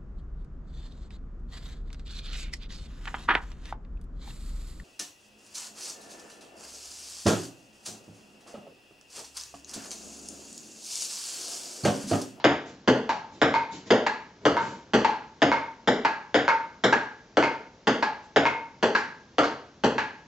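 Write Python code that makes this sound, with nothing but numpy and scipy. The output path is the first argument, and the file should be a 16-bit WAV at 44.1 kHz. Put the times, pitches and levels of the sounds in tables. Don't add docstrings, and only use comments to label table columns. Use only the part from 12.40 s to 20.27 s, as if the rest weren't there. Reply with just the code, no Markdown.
import sys
import numpy as np
from scipy import signal
from scipy.fft import rfft, irfft
from scipy.io import wavfile

SR = 44100
rng = np.random.default_rng(int(sys.argv[2]) if len(sys.argv) > 2 else 0)


def transcribe(u):
    v = np.clip(np.atleast_2d(u).T, -1, 1)
    q = np.round(v * 32767).astype(np.int16)
    wavfile.write(sys.argv[1], SR, q)


def voltage_ratio(level):
    return 10 ** (np.asarray(level, float) / 20)


N = 347111
TAIL = int(.75 * SR)
SINCE_BLOW = np.arange(SR // 4) / SR


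def at_hz(points, hz):
    point_hz, value = np.array(points).T
    return np.interp(np.log(hz + 1), np.log(point_hz), value)


def two_ports(mid, side, hz):
    # (frequency [Hz], likeness [0-1])
    likeness = [(40, .96), (110, .999), (400, .998), (800, .92), (2200, .8), (4500, .5), (7000, .65),
                (8000, .98)]
    alike = np.clip(at_hz(likeness, hz), 0, 1)
    opposite = np.array([[1], [-1]])
    return np.sqrt((1 + alike) / 2) * mid + np.sqrt((1 - alike) / 2) * side * opposite


def air():
    # (frequency [Hz], density [dB per Hz])
    hush_spectrum = [(18, -55), (36, -14.5), (200, -5.5), (850, -17), (2560, -25.5), (6010, -26),
                     (7400, -35), (9620, -56.5)]
    hz = np.fft.rfftfreq(N, 1 / SR)
    noise = two_ports(*rfft(rng.standard_normal((2, N))), hz)
    hush = irfft(noise * voltage_ratio(at_hz(hush_spectrum, hz)), N)
    return voltage_ratio(-52) * hush / np.std(hush)


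def echoes():
    density = np.clip(.07 + (np.arange(TAIL) / SR / .035) ** 2, 0, 1)
    arrives = rng.random(TAIL) < density
    return rfft(rng.standard_normal((2, TAIL)) * arrives / np.sqrt(density))


def room_answer(place, direct_db, first_echo_s):
    # (frequency [Hz], t60 [s])
    room_t60 = [(80, 0.44), (250, 0.48), (700, 0.46), (2000, 0.47), (4000, 0.46), (8000, 0.36)]
    # (frequency [Hz], share [0-1])
    same_room = [(250, .8), (700, .4), (1500, 0)]
    edge_on_hz = 4500
    t, hz = np.arange(TAIL) / SR, np.fft.rfftfreq(TAIL, 1 / SR)

    same = at_hz(same_room, hz)
    reflections = np.sqrt(same) * place + np.sqrt(1 - same) * echoes()
    ports, answer = two_ports(*reflections, hz), 0
    for k, (_, t60) in enumerate(room_t60):
        band = [(band_hz, j == k) for j, (band_hz, _) in enumerate(room_t60)]
        answer = answer + irfft(ports * at_hz(band, hz), TAIL) * voltage_ratio(-60 * t / t60)

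    early = 1 + 1.2 * np.exp(-t / 0.012)
    answer = answer * early * np.clip(t / first_echo_s - .5, 0, 1) * 0.055
    fade = np.exp(-2 * np.pi * edge_on_hz / SR)
    answer += voltage_ratio(direct_db) * (1 - fade) * fade ** np.arange(TAIL)
    return answer


def add(mix, sound, s):
    at = round(s * SR)
    part = sound[:, max(-at, 0):N - at]
    mix[:, max(at, 0):max(at, 0) + part.shape[1]] += part


def blow(s, peak_db, modes, colour, click, beam, place, direct_db, first_echo_s, spread_cycles):
    t = SINCE_BLOW
    hz, mode_db, t60 = np.array(modes).T[:, :, None]
    pitch_luck, level_luck = rng.standard_normal((2, len(modes), 1))
    spot_hz = hz * (1 + .005 * pitch_luck)
    ring_db = mode_db + at_hz(colour, hz) + 1.3 * level_luck - 60 * t / t60
    swell = 1 - np.exp(-t * hz / spread_cycles)
    rings = voltage_ratio(ring_db) * swell * np.sin(2 * np.pi * spot_hz * t)
    body = rings[::2].sum(axis=0) - rings[1::2].sum(axis=0) + click
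    heard = signal.fftconvolve(room_answer(place, direct_db, first_echo_s), body[None], axes=1)

    beam_hz, beam_width_hz, beam_db = beam
    resonance = signal.iirpeak(beam_hz, beam_hz / beam_width_hz, SR)
    heard[:, :len(t)] += voltage_ratio(beam_db) * signal.lfilter(*resonance, click)
    out = np.zeros((2, N))
    add(out, voltage_ratio(peak_db) * heard, s - .0006)
    return out


def strokes(events, modes, blade_hz, crack_db, direct_db, first_echo_s, spread_cycles):
    mix, place = 0, echoes()
    no_beam = (3000, 400, -90)
    crack_t = SINCE_BLOW / .00008
    crack = np.gradient(np.exp(-crack_t) * crack_t)
    for s, peak_db, *upper_db, tick_db in events:
        click = voltage_ratio(crack_db + tick_db) * crack
        colour = list(zip(blade_hz, (0, *upper_db, tick_db)))
        mix = mix + blow(s, peak_db, modes, colour, click, no_beam,
                         place, direct_db, first_echo_s, spread_cycles)
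    no_bass = signal.butter(2, 170, "high", fs=SR, output="sos")
    return signal.sosfilt(no_bass, mix + 1e-18)


def press(t, contact_s):
    along = np.clip(t / contact_s, 0, 1)
    return np.sin(np.pi * along) * np.exp(-.2 * along)


def bounces(events, modes, beam, force_db, direct_db, first_echo_s, spread_cycles):
    mix, place = 0, echoes()
    small = signal.butter(2, 2800, "high", fs=SR, output="sos")
    for s, peak_db, boom_db, click_db, contact_ms in events:
        click = voltage_ratio(force_db + click_db) * signal.sosfilt(small, press(SINCE_BLOW, contact_ms / 1000))
        colour = [(250, boom_db), (550, 0)]
        mix = mix + blow(s, peak_db, modes, colour, click, beam,
                         place, direct_db, first_echo_s, spread_cycles)
    return mix


def feet():
    # (time [s], length [s], thump [dB], scuff [dB])
    footfalls = [
        (0.246, 0.041, -40.5, -49.5),
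        (0.901, 0.067, -48, -56),
        (1.307, 0.046, -38, -43),
        (1.454, 0.021, -36, -45.5),
        (1.998, 0.094, -36.5, -60.5),
        (2.186, 0.09, -34, -45),
        (3.754, 0.016, -63.5, -72),
        (4.167, 0.027, -47.5, -64),
        (5.82, .03, -68, -60),
        (6.566, 0.015, -61, -40),
    ]
    mix, t = np.zeros((2, N)), SINCE_BLOW
    dull = signal.butter(2, [110, 450], "band", fs=SR, output="sos")
    bright = signal.butter(1, [1500, 7000], "band", fs=SR, output="sos")
    for s, length, thump_db, scuff_db in footfalls:
        rub = rng.standard_normal((2, len(t))) * (t / length) * np.exp(1 - 2 * t / length)
        thump = voltage_ratio(thump_db + 13.5) * signal.sosfilt(dull, rub[0])
        scuff = voltage_ratio(scuff_db + 6) * signal.sosfilt(bright, rub[1])
        room = room_answer(echoes(), -24.5, 0.001)
        add(mix, signal.fftconvolve(room, (thump + scuff)[None], axes=1), s)
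    return mix


def scene():
    # (time [s], peak [dB], boom [dB], click [dB], contact [ms])
    near_bounces = [(0.043, -2, -6, -3, .596), (1.017, -4.5, -3, -2.5, .566), (2.054, -4.5, -2.5, -1, .646),
                    (3.02, -5.5, -2, 0, .598), (3.9445, -5, -5.5, -1.5, .592),
                    (4.971, -3.5, -6.5, -4, .662), (5.962, -3.5, -8, -3, .584),
                    (6.984, -3.5, -9.5, -3.5, .648)]
    far_bounces = [(0.477, -6.5, 1.5, -1.9, 0.648), (1.5055, -6, -1.5, -2.3, 0.61),
                   (2.536, -7.5, 0.5, -0.53, .658), (3.4755, -9, -0.5, -1.1, 0.57),
                   (4.439, -10, 1, 1.5, 0.55), (5.472, -9, 2.5, 0.93, .624), (6.428, -7, -2.5, -2.6, .66),
                   (7.438, -8.5, 2, -1.3, .67)]
    # (time [s], peak [dB], lower of the upper modes [dB], higher [dB], tick [dB])
    near_strokes = [(.066, -28, -10.5, -1, -11), (1.141, -18, -5.5, -2.5, 3.5), (2.1685, -19, -1, -8, 2.5),
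                    (3.117, -14.5, -6.5, -7, 1.5), (4.080, -15.5, -0.5, -2, 3.5),
                    (5.027, -18, -5.5, -1, 4.5), (6.0545, -17, -6, 0.5, 5), (7.035, -27.5, 4, -0.5, 14)]
    # (time [s], peak [dB], upper modes [dB], tick [dB])
    far_strokes = [(-.2, -13, -3, 4.5), (.693, -19, -1.5, 0.63), (1.665, -21, 3.5, 4.5),
                   (2.647, -15.5, 0, 0.5), (3.6495, -17.5, 5.5, 0.5), (4.5265, -16.5, 7, 0.52),
                   (5.626, -18, 1.5, 0.5), (6.551, -20.5, 10.5, 4.4), (7.582, -23, 8.5, 4.2)]
    # (frequency [Hz], level [dB], t60 [s])
    near_half = [(85.9, -22.5, 0.31), (135.4, -19.5, 0.26), (214, -10.5, 0.067), (274.2, -1.5, 0.069),
                 (344, -4.5, 0.031), (440.4, -1, 0.034), (657, 9.5, 0.0087), (790, -0.5, 0.012),
                 (1291, 5.5, 0.009), (1450, 10, 0.0051), (2350, 1.5, 0.0019), (2660, -7.5, 0.0084)]
    far_half = [(61.7, -33, 0.35), (128.4, -26, 0.31), (198, -23, 0.051), (248.5, 1.5, 0.044),
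                (332, -9.5, 0.045), (437.3, 2, 0.04), (617, 0.5, 0.023), (825, -5, 0.02),
                (1253, -8, 0.0096), (1315, -5, 0.011), (2125, -6.5, 0.0028), (2400, -3, 0.0041)]
    near_blade = [(544, -8, 0.016), (912.3, -5.5, 0.1), (1350, 9, 0.0042), (1598, 4.5, 0.01),
                  (2155, -8, 0.033), (2515, -8.5, 0.01), (3230, 3.5, 0.00071), (4360, -7, 0.0022),
                  (6400, -33, 0.0015)]
    far_blade = [(570, 8, 0.0033), (881.4, 0.5, 0.043), (1370, 3, 0.0043), (1647, -6.5, 0.036),
                 (2030, 2.5, 0.0034), (2800, -4, 0.0042), (4370, -4, 0.0026), (5780, -12, 0.0037),
                 (7100, -3.5, 0.0006)]
    # (frequency [Hz], width [Hz], level [dB])
    near_beam, far_beam = (3400, 320, 5), (3200, 320, -2)
    near_blade_hz, far_blade_hz = (920, 1550, 2160, 3600), (880, 1620, 2200)

    far_bat = voltage_ratio(4.5) * strokes(far_strokes, far_blade, far_blade_hz, 2.1, 1.0, 0.0017, 0.3)
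    near = voltage_ratio(-3.5) * bounces(near_bounces, near_half, near_beam, 21.54, 0.5, 0.0032, 0.62)
    near_bat = voltage_ratio(8.0) * strokes(near_strokes, near_blade, near_blade_hz, 0.93, 2.5, 0.0059, 0.5)
    far = voltage_ratio(-1.0) * bounces(far_bounces, far_half, far_beam, 22.7, -3.0, 0.0025, 1.0)
    moving = near + far + near_bat + far_bat + feet()
    no_rumble = signal.butter(3, 75, "high", fs=SR, output="sos")
    return signal.sosfilt(no_rumble, moving) + air()


def top_cut(x):
    return signal.sosfilt(signal.butter(12, 8920, fs=SR, output="sos"), x)


def record(dry):
    # (frequency [Hz], left lead [rad])
    port_phase = [(0, -.03), (950, -.1), (1210, -1.1), (2500, -.5), (3200, -.85), (3800, -.4), (4820, -.5),
                  (5940, 0)]
    # (frequency [Hz], level [dB])
    port_balance = [(230, 0), (560, 1.6), (880, 1.5), (1380, 0), (2170, .2), (8000, .3)]
    # (frequency [Hz], level [dB])
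    top_edge = [(7300, -2), (7650, -6.5), (7950, -33), (8050, -27.5), (8300, -17), (8600, -25.5),
                (8900, -36.5), (9300, -99.5)]
    hz = np.fft.rfftfreq(N, 1 / SR)
    lead = np.interp(hz, *np.transpose(port_phase))
    left = voltage_ratio(at_hz(port_balance, hz) / 2) * np.exp(.5j * lead)

    rounded = 0.74 * np.tanh(dry / 0.85)
    no_drift = signal.butter(2, 32, "high", fs=SR, output="sos")
    heard = rfft(signal.sosfilt(no_drift, rounded)) * np.array([left, 1 / left])
    folded = np.abs(np.minimum(hz, 16000 - hz) * N / SR).round().astype(int)
    heard = np.where(hz < 8000, heard, heard[:, folded].conj())
    edge_gain = voltage_ratio(np.interp(hz, *np.transpose(top_edge)))
    return top_cut(irfft(heard * edge_gain, N))


dry = scene()
out = record(dry)
transcribe(out)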